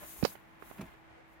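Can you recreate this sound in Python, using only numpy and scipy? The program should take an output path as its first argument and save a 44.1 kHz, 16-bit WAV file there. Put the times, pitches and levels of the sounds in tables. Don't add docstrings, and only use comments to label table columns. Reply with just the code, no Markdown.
import sys
import numpy as np
from scipy import signal
from scipy.fft import rfft, irfft
from scipy.io import wavfile
from scipy.ndimage import uniform_filter1d

SR = 44100
rng = np.random.default_rng(int(sys.argv[2]) if len(sys.argv) > 2 else 0)


def dump_mix(stems):
    frames = np.atleast_2d(stems).T
    limited = np.clip(frames, -1, 1)
    pcm = np.round(limited * 32767).astype(np.int16)
    wavfile.write(sys.argv[1], SR, pcm)


N = 61739


def catch():
    # start_s, body_db, rattle_db
    blows = [(0.7829, -55.5, -46), (0.7927, -39, -47.5), (.8080, -48.5, -42.5), (0.8133, -45, -47.5),
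             (0.8159, -45.5, -74), (0.827, -49, -63), (0.839, -48.5, -57.5)]
    # pitch_hz, gain_db, t60_s
    body_modes = [(184.7, 3, 0.11), (207, 10, 0.066), (254, -3.5, 0.11), (340, -6, 0.11),
                  (642, -6.5, 0.076), (890, -13, 0.063)]
    # frequency_hz, gain_db
    rattle_colour = [(150, -0.5), (400, 3.5), (1000, -0.5), (1500, -10), (2400, -6), (3600, -17.5),
                     (5000, -24), (8500, -47), (15000, -50)]
    # pitch_hz, level_db, t60_s
    lurch_modes = [(59.6, -43, 0.15), (100, -39, .085), (130, -46, .08)]
    # frequency_hz, gain_db
    snap_colour = [(1000, -1), (3000, 2), (5000, -2.5), (7000, -1), (9000, -3.5), (12000, -5), (16000, -3)]
    snap_s, lurch_s = 0.8118, 0.823
    body_attack_s, cover_attack_s = 0.0043, 0.00042
    clack, rattle = np.zeros(N), noise(rattle_colour)[0]
    for start, body_db, rattle_db in blows:
        clack += undb(body_db) * rise(start, body_attack_s) * ring(start, body_modes)
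        clack += undb(rattle_db) * rise(start, cover_attack_s) * rattle * fade(start, t60=0.06)
    clack += rise(lurch_s, body_attack_s) * ring(lurch_s, lurch_modes)
    snap = undb(-45) * noise(snap_colour) * rise(snap_s, cover_attack_s) * fade(snap_s, t60=0.042)
    return clack * undb([[-2.2], [0]]) + snap


def brush():
    # time_s, level_db
    stroke = [(0, -57.5), (.03, -51.5), (.084, -45.5), (.15, -50), (.206, -49), (.25, -46.5), (.29, -48.5),
              (.33, -54), (.384, -73), (.584, -79.5), (.63, -62.5), (.692, -60.5), (.79, -62), (.86, -66),
              (.96, -79), (1.214, -88), (1.33, -75), (1.4, -85)]
    # frequency_hz, gain_db
    hiss_colour = [(500, -35), (2000, -12), (3500, -9), (5000, -13), (6700, -3.5), (8200, -7.5),
                   (10000, -2), (12300, 0), (14000, 0.5), (16000, -2.5)]
    pan = undb([[1.5], [-1.5]])
    return pan * noise(hiss_colour) * curve(stroke) * undb(2 * walk(rate_hz=70.7))


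def slide():
    # time_s, level_db
    travel = [(0, -55.5), (.035, -47.5), (.07, -57), (.16, -56), (.22, -57), (.33, -56.5), (.42, -65),
              (.58, -61), (.65, -57), (.76, -57.5), (.92, -56), (1.0, -66.5), (1.05, -64.5), (1.13, -59.5),
              (1.2, -64), (1.26, -69), (1.4, -90)]
    # frequency_hz, gain_db
    slip_colour = [(80, 6.5), (250, -1), (550, -3.5), (950, 0.5), (1300, -3), (2100, -6), (3200, -12),
                   (5000, -24.5), (9000, -30), (16000, -63)]
    slips_per_s, spread_db = 2500, 2.5
    slips = (rng.random((2, N)) < slips_per_s / SR) * rng.standard_normal((2, N))
    slips *= undb(spread_db * rng.standard_normal((2, N)))
    return colour(slips, slip_colour) * curve(travel)


def rubs():
    # centre_s, width_s, pitch_hz, level_db
    touches = [(0.033, 0.016, 610, -55), (1.115, 0.024, 810, -64.5), (1.194, 0.019, 507, -59)]
    bandwidth_hz = 65
    out = np.zeros((2, N))
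    for centre, width, hz, db in touches:
        edges_hz = [hz - bandwidth_hz / 2, hz + bandwidth_hz / 2]
        band = signal.butter(1, edges_hz, "band", fs=SR, output="sos")
        rub = signal.sosfilt(band, rng.standard_normal((2, N)))
        out += undb(db) * swell(centre, width) * rub / rub.std()
    return out


def knocks():
    # start_s, level_db, pitch_hz, swell_cycles, grit_gain_db
    hits = [(0.227, -18, 422, 0.42, -10.5), (0.2321, -11, 193, 0.37, -25.5), (0.2491, -13.5, 483, 0.71, -6),
            (.2521, -14, 900, 0.44, -23.5), (.2572, -23.5, 706, 0.7, -12.5), (0.3539, -33.5, 820, 0.34, -5),
            (0.6236, -32.5, 1270, 0.57, -11), (0.624, -34, 417, 0.4, -16), (.7000, -44, 1100, 0.37, -1),
            (0.7119, -32.5, 360, 0.28, -15), (0.7139, -36, 780, 0.37, -15)]
    # frequency_hz, gain_db
    grit_colour = [(60, -6), (150, -12), (500, 1.5), (1400, -1.5), (2400, -6.5), (3200, -15), (5000, -22),
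                   (9000, -50), (16000, -58)]
    out, grit = np.zeros(N), noise(grit_colour)[0]
    for start, db, hz, swell_cycles, grit_db in hits:
        cycles = clock(start) * hz
        envelope = cycles / swell_cycles * np.exp(1 - cycles / swell_cycles)
        thud = envelope * np.sin(2 * np.pi * cycles)
        thud -= envelope * thud.sum() / envelope.sum()
        contact = undb(grit_db) * grit * rise(start, 0.00045) * fade(start, t60=0.024)
        out += undb(db) * (thud + contact)
    return out


def clicks():
    # start_s, gain_db, crack_gain_db
    contacts = [(0.227, -40, -6), (0.2401, -23, -26), (0.2514, -28, -4.5), (0.2515, -17.5, -1.5),
                (0.2543, -26.5, -10), (0.2588, -27, -6)]
    # pitch_hz, gain_db, t60_s
    plastic_modes = [(1580, -24.5, 0.054), (2580, -10.5, 0.04), (3300, -25, 0.033), (4390, 3.5, 0.0065),
                     (4820, 4.5, 0.0061), (6620, -12, 0.024), (6700, -31, 0.0099)]
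    # frequency_hz, gain_db
    crack_colour = [(300, -19), (1500, 5), (2500, -27), (3300, 7), (4500, 8), (6500, 6), (8000, -8),
                    (11000, -9), (16000, -19)]
    out, crack_noise = np.zeros(N), noise(crack_colour)[0]
    for start, db, crack_db in contacts:
        crack = undb(crack_db) * crack_noise * fade(start, t60=0.012)
        out += undb(db) * rise(start, 0.00011) * (ring(start, plastic_modes) + crack) / 2
    return out


def handling():
    # frequency_hz, gain_db
    tail_colour = [(40, -13), (80, -5), (200, -0.5), (400, -9.5), (1000, -11), (2500, 4), (4400, 4.5),
                   (5400, 4), (6500, -3), (9000, -11.5), (16000, -10)]
    # frequency_hz, gain_db
    grip_colour = [(25, -14), (60, 21), (130, -9), (260, -28), (500, -32), (1500, -41), (8000, -65)]
    direct = knocks() + clicks()
    response = noise(tail_colour) * fade(0, t60=0.15)
    response /= np.sqrt(np.sum(response ** 2, axis=1, keepdims=True))
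    out = signal.fftconvolve(direct[None], response, axes=1)[:, :N] * undb([[-24.5], [-16.5]])
    rumble = undb(-46) * noise(grip_colour)[0] * swell(centre_s=0.2, width_s=0.014)
    out[1] += direct + rumble
    boom_s, boom_hz, boom_db, boom_t60_s = 0.2321, 195, -59.5, 1
    return out + ring(boom_s, [(boom_hz, boom_db, boom_t60_s)])


def reflections(x):
    # delay_s, gain_db
    paths = [(.0013, -26.5), (.0029, -14), (.0047, -12)]
    echoes = sum(undb(db) * np.pad(x, ((0, 0), (int(delay * SR), 0)))[:, :N] for delay, db in paths)
    return (x + echoes) / np.sqrt(1 + sum(undb(db) ** 2 for _, db in paths))


def ventilation():
    # frequency_hz, gain_db
    air_colour = [(20, -43), (35, -4), (58, 2), (85, -11), (130, 3), (190, -6.5), (260, -7), (450, -9),
                  (850, -5), (1250, -10.5), (2000, -8.5), (3000, -20.5), (5000, -31.5), (8000, -37.5),
                  (16000, -52)]
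    hum_hz = 325 * (1 + 0.0035 * walk(rate_hz=11))
    hum = np.sqrt(2) * np.sin(2 * np.pi * np.cumsum(hum_hz) / SR)
    air = undb(-59.5 + 0.34 * walk(rate_hz=7.7)) * noise(air_colour)
    return air + undb(-68 + 0.94 * walk(rate_hz=7.7)) * hum


def undb(db):
    return 10 ** (np.asarray(db) / 20)


def clock(start=0):
    return np.maximum(np.arange(N) / SR - start, 0)


def curve(points):
    return undb(np.interp(clock(), *np.array(points).T))


def rise(start, attack_s):
    return 1 - np.exp(-clock(start) / attack_s)


def fade(start, t60):
    t = clock(start)
    return (t > 0) * np.exp(-np.log(1000) * t / t60)


def swell(centre_s, width_s):
    return np.exp(-.5 * ((clock() - centre_s) / width_s) ** 2)


def colour(x, points):
    hz, db = np.array(points).T
    bin_hz = np.maximum(np.arange(N // 2 + 1) * SR / N, 1)
    shaped = irfft(rfft(x) * undb(np.interp(np.log(bin_hz), np.log(hz), db)), N)
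    return shaped / shaped.std()


def noise(points):
    return colour(rng.standard_normal((2, N)), points)


def walk(rate_hz):
    step = max(int(SR / rate_hz), 1)
    return uniform_filter1d(np.repeat(rng.standard_normal(N // step + 1), step), step)[:N]


def ring(start, modes):
    t = clock(start)
    return sum(undb(db) * fade(start, t60) * np.sin(2 * np.pi * hz * t) for hz, db, t60 in modes)


def scene():
    return handling() + catch() + rubs() + reflections(brush() + slide()) + ventilation()


def record(dry):
    low_cut_hz, top_hz = 46, 15850
    dry = signal.sosfilt(signal.butter(2, low_cut_hz, "high", fs=SR, output="sos"), dry)
    return signal.sosfilt(signal.ellip(10, .2, 70, top_hz, fs=SR, output="sos"), dry)


dry = scene()
out = record(dry)
dump_mix(out)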